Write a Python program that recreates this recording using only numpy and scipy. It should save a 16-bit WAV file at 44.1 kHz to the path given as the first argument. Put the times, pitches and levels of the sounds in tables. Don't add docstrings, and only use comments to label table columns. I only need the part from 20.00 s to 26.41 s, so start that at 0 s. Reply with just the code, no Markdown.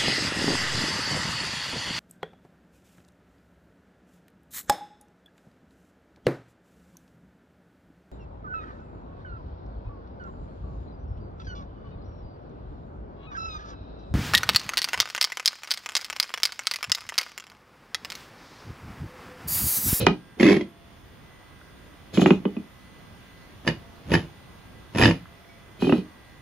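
import sys
import numpy as np
from scipy import signal
from scipy.fft import rfft, irfft
from scipy.io import wavfile
from scipy.ndimage import uniform_filter1d

SR = 44100
rng = np.random.default_rng(int(sys.argv[2]) if len(sys.argv) > 2 else 0)


def invert_db(level):
    return 10 ** (np.asarray(level, dtype=float) / 20)


def to_wav(sig):
    pcm = np.clip(np.atleast_2d(sig), -1, 1) * 32767
    pcm = np.round(pcm).astype(np.int16)
    wavfile.write(sys.argv[1], SR, pcm.T)


N = 282681


def animal():
    # start in seconds, rap level in dB, table boom level in dB.
    hops = [(0.0673, -2.5, -12), (.099, -38.5, -17.5), (2.140, -39, -34), (2.1738, -15.5, -11.5),
            (2.195, -23, -19.5), (2.2174, -13.5, -12), (2.24, -42, -23), (2.2599, -9, -8), (2.306, -10, -9),
            (2.4536, -20, -17), (2.5662, -29.5, -24.5), (5.8222, -20, -14), (5.846, -27, -18),
            (5.870, -25, -16.5), (5.8946, -17, -16), (5.924, -13.5, -11), (5.980, -35.5, -24)]
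    # frequency in Hz, level in dB, t60 in seconds.
    shell_modes = [(734, 3.5, 0.013), (990, -18, 0.017), (1228, -17, 0.038), (1600, -10.5, 0.0076),
                   (1955, -9, 0.012), (2530, -7, 0.019), (2900, -3, 0.013), (3400, -8, 0.007)]
    # frequency in Hz, level in dB, t60 in seconds.
    table_modes = [(173, -2, 0.069), (196.1, 0, 0.14), (235.3, -8, 0.11), (299.6, -7.5, 0.21),
                   (378, 2, 0.067), (426, -16, 0.12), (495, -11, 0.082), (597, -21.5, 0.16),
                   (100, -44, .15)]
    # power on, full speed, power off in seconds, whirr in dB, table rumble in dB.
    hop_runs = [
        (-.02, .008, 0.032, -36, -27),
        (.07, .075, 0.068, -50, -29.5),
        (5.775, 5.812, 5.985, -46, -43),
    ]
    skid_runs = [
        (2.12, 2.142, 2.223, -43.5, -40.5),
        (2.2, 2.212, 2.224, -39, -50),
        (2.258, 2.268, 2.285, -44, -46),
        (2.3, 2.308, 2.357, -55.5, -44),
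    ]
    # frequency in Hz, level in dB per Hz.
    whirr = [(500, -35.5), (800, -12), (1300, -8.5), (2200, -7.5), (2500, -10), (3300, -6), (4700, -18),
             (5500, -12), (7000, -19.5), (10800, -21.5), (15500, -33)]
    # frequency in Hz, width in Hz, level in dB over the whirr.
    motor_case = [(2500, 180, 17), (3050, 500, 6), (4200, 1200, 7)]
    # frequency in Hz, width in Hz, level in dB over the whirr.
    skid_case = [(2520, 180, 8.5), (4270, 1900, 4), (6700, 1360, 5.5)]
    soft_hz, harder_hz = 1175, 6400
    events = [(s, rap_db, boom_db, soft_hz + harder_hz * invert_db(rap_db)) for s, rap_db, boom_db in hops]
    out = blows(events, shell_modes, table_modes, snap_db=2.5, snap_turns=5.44, crackle_db=-12,
                chatter=2.0, boom_s=0.0025, echo_db=0.5)
    out += motor(hop_runs, whirr, motor_case, table_modes, turns_hz=160.0, rough=0.26,
                 sag_db=-6.5, coast_db_per_s=394)
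    out += motor(skid_runs, whirr, skid_case, table_modes, turns_hz=148.4, rough=0.27,
                 sag_db=-5.0, coast_db_per_s=356)
    return out


def box():
    # start in seconds, rap level in dB, table boom level in dB.
    near_knocks = [(.398, -16, -13.5), (.4064, -15.5, -18.5), (.429, -9, -7.5), (.4427, -16, -18.5),
                   (.5407, -21, -19.5), (.5652, -18.5, -13), (.6093, -25, -23.5)]
    far_knocks = [(3.6506, -42, -34), (3.667, -31, -23), (4.1032, -41, -29), (4.118, -17.5, -16),
                  (4.129, -29, -20.5), (4.949, -26, -25), (4.9581, -24.5, -19.5), (4.9837, -12.5, -17),
                  (4.9969, -22, -13), (5.1093, -15, -20)]
    # first, strongest, last knock in seconds, rap level in dB, table boom in dB.
    near_rolls = [
        (.4537, .49, .527, -12, -12),
    ]
    far_rolls = [
        (3.6761, 3.683, 3.704, -10, -18.5),
        (4.139, 4.144, 4.166, -8, -14.5),
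        (5.013, 5.045, 5.122, -8.5, -11),
    ]
    # power on, full speed, power off in seconds, whirr in dB, table rumble in dB.
    knock_runs = [
        (.37, .41, 0.55, -31.5, -36),
        (3.62, 3.675, 3.707, -38, -42),
        (4.05, 4.145, 4.157, -27, -32),
        (4.92, 4.99, 5.085, -25.5, -38),
    ]
    # frequency in Hz, level in dB, t60 in seconds.
    near_shell = [(1036, -16, 0.04), (1647, -9, 0.02), (1973, 4.5, 0.012), (2130, -0.5, 0.02),
                  (2530, -8.5, 0.025), (3360, -8.5, 0.016), (4580, -6.5, 0.0072)]
    far_shell = [(902, -12.5, 0.045), (1817, 5.5, 0.016), (2140, -6.5, 0.018), (2530, 3.5, 0.014),
                 (2920, -7, 0.027), (3590, -11, 0.015), (4920, 2.5, 0.0067)]
    # frequency in Hz, level in dB, t60 in seconds.
    near_table = [(181.6, -16, 0.11), (214, -13.5, 0.16), (308, -10.5, 0.11), (347.7, 3, 0.055),
                  (548, -14.5, 0.06), (718, -17, 0.031)]
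    far_table = [(56, -40, 0.071), (105, -2.5, 0.08), (158.5, -2, 0.11), (216, -2.5, 0.051),
                 (329.7, -2.5, 0.077), (516, -4.5, 0.026)]
    # frequency in Hz, level in dB per Hz.
    whirr = [(410, -7), (700, -6), (1190, -9.5), (1830, -13.5), (2690, -10.5), (4030, -19.5), (4640, -22),
             (6680, -24.5), (8110, -38), (9720, -27), (15500, -45)]
    # frequency in Hz, width in Hz, level in dB over the whirr.
    motor_case = [(10500, 600, 3)]
    near_hard_hz, far_hard_hz = 4760, 5960
    near = [*near_knocks, *rolled(near_rolls, turn_s=.0104, jitter_s=.0006,
                                  enter_db=-1.0, leave_db=-4.5, uneven_db=3.5)]
    far = [*far_knocks, *rolled(far_rolls, turn_s=.0107, jitter_s=.0007,
                                enter_db=-2.0, leave_db=-36.5, uneven_db=2.5)]
    out = blows([(*knock, near_hard_hz) for knock in near], near_shell, near_table, snap_db=-10.5,
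                snap_turns=5.7, crackle_db=7.0, chatter=4.6, boom_s=0.0019, echo_db=-2.5)
    out += blows([(*knock, far_hard_hz) for knock in far], far_shell, far_table, snap_db=-5.0,
                 snap_turns=13.8, crackle_db=1.5, chatter=0.69, boom_s=0.00022, echo_db=-4)
    out += motor(knock_runs[1:], whirr, motor_case, far_table, turns_hz=94.1, rough=0.56,
                 sag_db=-7.5, coast_db_per_s=230)
    out += motor(knock_runs[:1], whirr, [], near_table, turns_hz=93.7, rough=0.33,
                 sag_db=-6, coast_db_per_s=230.5)
    return out


def rolled(rolls, turn_s, jitter_s, enter_db, leave_db, uneven_db):
    out = []
    chances = rng.standard_normal((len(rolls), 12, 3))
    for (first, top, last, rap_db, boom_db), chance in zip(rolls, chances):
        for s, (a, b, c) in zip(np.arange(first, last + turn_s / 2, turn_s), chance):
            if s < top:
                db = enter_db * ((top - s) / (top - first)) ** 2
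            else:
                db = leave_db * ((s - top) / (last - top)) ** 2
            start_s = s + jitter_s * a * (s > first)
            out.append((start_s, rap_db + db + uneven_db * b, boom_db + 0.45 * db + uneven_db * c))
    return out


def blows(events, shell, table, snap_db, snap_turns, crackle_db, chatter, boom_s, echo_db):
    out, t = np.zeros(N), np.arange(900) / SR
    echo = np.cos(2 * np.pi * 235 * (t - .0105)) * np.exp(-((t - .0115) / 0.0041) ** 2)
    chance = rng.random((len(events), 16, 3))
    crackle_shape = np.exp(-t / 0.0036) * (1 - np.exp(-t / 0.0043)) / 2
    crackle = rng.standard_normal((len(events), 900)) * crackle_shape
    for (s, rap_db, boom_db, hard_hz), c, hiss in zip(events, chance, crackle):
        u = t * hard_hz / snap_turns
        snap = np.sin(2 * np.pi * 1.89 * np.sqrt(u)) * np.exp(-u)
        touches = chatter * hiss ** 3 + (t == 0)
        rap = signal.fftconvolve(ring(shell, 0.0038, c), touches / np.linalg.norm(touches))
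        soft = signal.butter(3, min(hard_hz, 15000), fs=SR, output="sos")
        contact = signal.sosfilt(soft, invert_db(snap_db) * snap + invert_db(crackle_db) * hiss)
        add(out, s, invert_db(rap_db - 0.5) * contact)
        add(out, s, invert_db(rap_db - 2) * rap)
        add(out, s, invert_db(boom_db + 3.0) * ring(table, boom_s, c[8:]))
        add(out, s, invert_db(boom_db + echo_db) * echo)
    return out


def ring(modes, rise_s, chance):
    t = np.arange(SR // 3) / SR
    x = np.zeros(len(t))
    for (hz, db, t60_s), (a, b, c) in zip(modes, chance):
        decay = invert_db(db + 9.1 * (c - .5) - 60 * t / t60_s)
        x += decay * np.sin(2 * np.pi * (hz * (1 + 0.1 * (a - .5)) * t + b))
    x = x * (1 - np.exp(-t / rise_s))
    return x / abs(x).max()


def motor(runs, whirr, case, table, turns_hz, rough, sag_db, coast_db_per_s):
    wander = uniform_filter1d(rng.standard_normal(N), size=400)
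    turns = np.cumsum(turns_hz * (1 + 3 * wander)) / SR
    brush = coloured(whirr)
    hiss = brush.copy()
    for hz, width_hz, db in case:
        hiss += invert_db(db) * resonate(resonate(brush, hz, width_hz), hz, width_hz)
    hiss *= 1 - rough + 1.72 * rough * np.cos(np.pi * turns) ** 4
    push = coloured([(30, -11), (80, -1.5), (600, -18.0), (1200, -36.5), (20000, -77.5)])
    rumble = evened(sum(invert_db(db) * resonate(push, hz, 9.7 / t60_s) for hz, db, t60_s in table))
    hiss_gain = running(runs, column=3, start_db=-37.5, sag_db=sag_db, coast_db_per_s=coast_db_per_s)
    rumble_gain = running(runs, column=4, start_db=-19, sag_db=0, coast_db_per_s=0.9 * coast_db_per_s)
    return invert_db(1.5) * hiss_gain * hiss + invert_db(5.0) * rumble_gain * rumble


def running(runs, column, start_db, sag_db, coast_db_per_s):
    t, out = np.arange(N) / SR, np.zeros(N)
    for row in runs:
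        on, full, off = np.sort(row[:3])
        levels_db = [start_db, 0, sag_db, sag_db - coast_db_per_s]
        shape_db = np.interp(t, [on, full, off, off + 1], levels_db, -150, -150)
        out += invert_db(row[column] + shape_db)
    return uniform_filter1d(out, size=350)


def ticks():
    # start in seconds, level in dB, frequency in Hz, decay length in seconds.
    wire_ticks = [
        (1.614, -35, 1450, .0015),
        (5.257, -32, 1300, .001),
        (5.485, -48, 2260, .04),
        (.685, -60, 11400, .02),
    ]
    out, t = np.zeros(N), np.arange(4000) / SR
    for s, db, hz, length_s in wire_ticks:
        shape = np.exp(-t / length_s) * (1 - np.exp(-4 * t / length_s))
        add(out, s, invert_db(db) * np.sin(2 * np.pi * hz * t) * shape)
    return out


def spread(x):
    # frequency in Hz, level in dB.
    scatter_db = [(40, -10), (150, -21), (400, -6), (2000, -11), (5000, 1), (12000, 3)]
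    scatter = coloured(scatter_db)[:300] * np.exp(-np.arange(300) / 85.0)
    scatter = np.concatenate([-scatter[::-1], [0], scatter])
    return np.array([[1], [-1]]) * signal.oaconvolve(x, scatter / np.linalg.norm(scatter), "same")


def room(x):
    turn = np.pi * np.arange(N) / SR / .07
    return sum(echoes(x * np.sqrt(2 / 3) * np.cos(turn + k * np.pi / 3)) for k in range(3))


def echoes(x):
    # frequency in Hz, t60 in seconds.
    decay_s = [(100, 0.33), (400, 0.23), (2000, 0.16), (6000, 0.24), (15000, 0.094)]
    # frequency in Hz, level in dB.
    echo_db = [(100, -6.5), (1000, -3), (4000, 0.5), (10000, -16)]
    # frequency in Hz, likeness from 0 to 1.
    likeness = [(60, 1), (200, 0.94), (1000, 0.8), (3000, 0.033), (8000, .02)]
    taps = np.zeros((2, SR // 2))
    at = np.arange(40, SR // 2 - 20, 20) + rng.integers(0, 20, (2, (SR // 2 - 41) // 20))
    np.put_along_axis(taps, at, rng.choice([-1., 1.], at.shape), 1)
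    hz, t, z = signal.stft(taps, SR, nperseg=256)
    same = np.clip(read(likeness, hz), 0, 1)[:, None]
    z[1] = same * z[0] + np.sqrt(1 - same ** 2) * z[1]
    z *= invert_db(read(echo_db, hz)[:, None] - 60 * t / read(decay_s, hz)[:, None])
    tail = signal.istft(z, SR, nperseg=256)[1] / np.sqrt(SR / 20 * 0.033)
    return signal.fftconvolve(x[None], tail, axes=1)[:, :N]


def fan():
    # frequency in Hz, level in dB.
    order_db = [(600, -87.5), (1000, -72.5), (1600, -77), (2000, -76.5), (2500, -79.5), (3430, -78.5),
                (3900, -97)]
    # frequency in Hz, level in dB, wavering in dB.
    tones = [(681, -73.5, 13.5), (1607, -69.5, 7), (3465, -69, 1), (8805, -71.5, 1.5)]
    # on in seconds, off in seconds, frequency in Hz, level in dB.
    whines = [(1.05, 2.1, 1940, -66.5), (4.75, 4.95, 1985, -63), (5.3, 5.59, 1953, -66.5),
              (5.95, 6.5, 1943, -59), (.28, .55, 1994, -66), (1.25, 2.103, 2015, -61.5),
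              (2.5, 3.44, 2003, -60.5), (3.7, 3.95, 1990, -65), (4.3, 4.75, 1994, -62),
              (4.95, 6.5, 2027, -62)]
    fan_hz, fade_s, off_db = 55.36, .08, -17
    t = np.arange(N) / SR
    lines = [(k * fan_hz, read(order_db, k * fan_hz), 3) for k in range(11, 71)] + [*tones]
    for on, off, hz, db in whines:
        outside = np.clip(np.maximum(on - t, t - off) / fade_s, 0, 2)
        lines.append((hz, db + off_db * outside, 2.5))
    out = np.zeros(N)
    for (hz, db, waver_db), (a, b, c) in zip(lines, rng.random((len(lines), 3))):
        waver = np.sin(2 * np.pi * ((.5 + 2 * b) * t + c))
        out += invert_db(-0.5 + db + waver_db * waver) * np.sin(2 * np.pi * (hz * t + a) + 0.84 * waver)
    return out


def air():
    # frequency in Hz, level in dB per Hz.
    hiss_db = [(15, -43.5), (25, 4.5), (188, -4), (445, -11.5), (1030, -15), (1110, -15), (1850, -18),
               (2010, -19), (2360, -21), (3440, -22.5), (6750, -31.5), (8150, -41.5), (8830, -34),
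               (15500, -35.5)]
    # time in seconds, level in dB.
    swell_db = [(0, -2), (.76, -3.5), (.92, -0.5), (3.9, 1.5), (6.41, 0.05)]
    # frequency in Hz, likeness from 0 to 1.
    likeness = [(60, 0.75), (180, 0.42), (550, 0.38), (1650, 0.11), (4970, 0.073), (15000, 0.083)]
    frames, hz = N // 256 + 5, np.fft.rfftfreq(1024, 1 / SR)
    a, b, c, d, patches = rng.standard_normal((frames, 513, 5)).T
    patches = uniform_filter1d(patches, size=12, axis=0)
    patches = evened(uniform_filter1d(patches, size=20, axis=1))
    same, left = np.clip(read(likeness, hz), -1, 1)[:, None], a + 1j * b
    z = np.array([left, same * left + np.sqrt(1 - same ** 2) * (c + 1j * d)])
    z *= invert_db(read(hiss_db, hz)[:, None] + 1.18 * patches)
    x = evened(signal.istft(z, nperseg=1024, noverlap=768)[1][:, :N])
    return invert_db(-49 + np.interp(np.arange(N) / SR, *np.transpose(swell_db))) * x


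def evened(x):
    return x / np.sqrt(np.mean(x ** 2) + 1e-20)


def read(points, hz):
    f, value = np.transpose(points)
    return np.interp(np.log(hz + 1), np.log(f + 1), value)


def resonate(x, hz, width_hz):
    r = np.exp(-np.pi * width_hz / SR)
    return 2 * signal.lfilter([1 - r], [1, -r * np.exp(2j * np.pi * hz / SR)], x).real


def coloured(points):
    spectrum = rfft(rng.standard_normal(N)) * invert_db(read(points, np.fft.rfftfreq(N, 1 / SR)))
    return evened(irfft(spectrum, N))


def add(mix, s, sound):
    part = mix[round(s * SR):][:len(sound)]
    part += sound[:len(part)]


def sides(left_db, right_db):
    return invert_db([[left_db], [right_db]])


def scene():
    hopper, chatterer = animal(), box()
    toys = hopper + chatterer
    direct = hopper * sides(-.3, .3) + (chatterer + ticks()) * sides(-.35, .35)
    background = fan() * sides(-1.1, .9) + air() * sides(-.4, .4)
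    return direct + spread(toys) + room(toys) + background


def low_pass(x):
    return signal.sosfilt(signal.butter(12, 15690, fs=SR, output="sos"), x)


def record(dry):
    notch_hz = (7850, 8600, 15700)
    power_db = 10 * np.log10(abs(uniform_filter1d((dry ** 2).mean(0), size=800)) + 1e-12)
    fall_db = np.arange(N) * 3.8 / SR
    held_db = np.maximum.accumulate(power_db + fall_db) - fall_db
    over_db = np.maximum(held_db + 19, 0)
    ducked = dry * sides(-.35, .35) / invert_db(0.034 * uniform_filter1d(over_db, size=400))
    bass_cut = signal.butter(2, 50, "high", fs=SR, output="sos")
    ducked = signal.sosfilt(bass_cut, ducked)
    gap = signal.firwin(601, notch_hz, window=("kaiser", 5), fs=SR)
    clipped = np.clip(signal.oaconvolve(ducked, gap[None], "same"), -1, 1)
    return low_pass(clipped)


dry = scene()
out = record(dry)
to_wav(out)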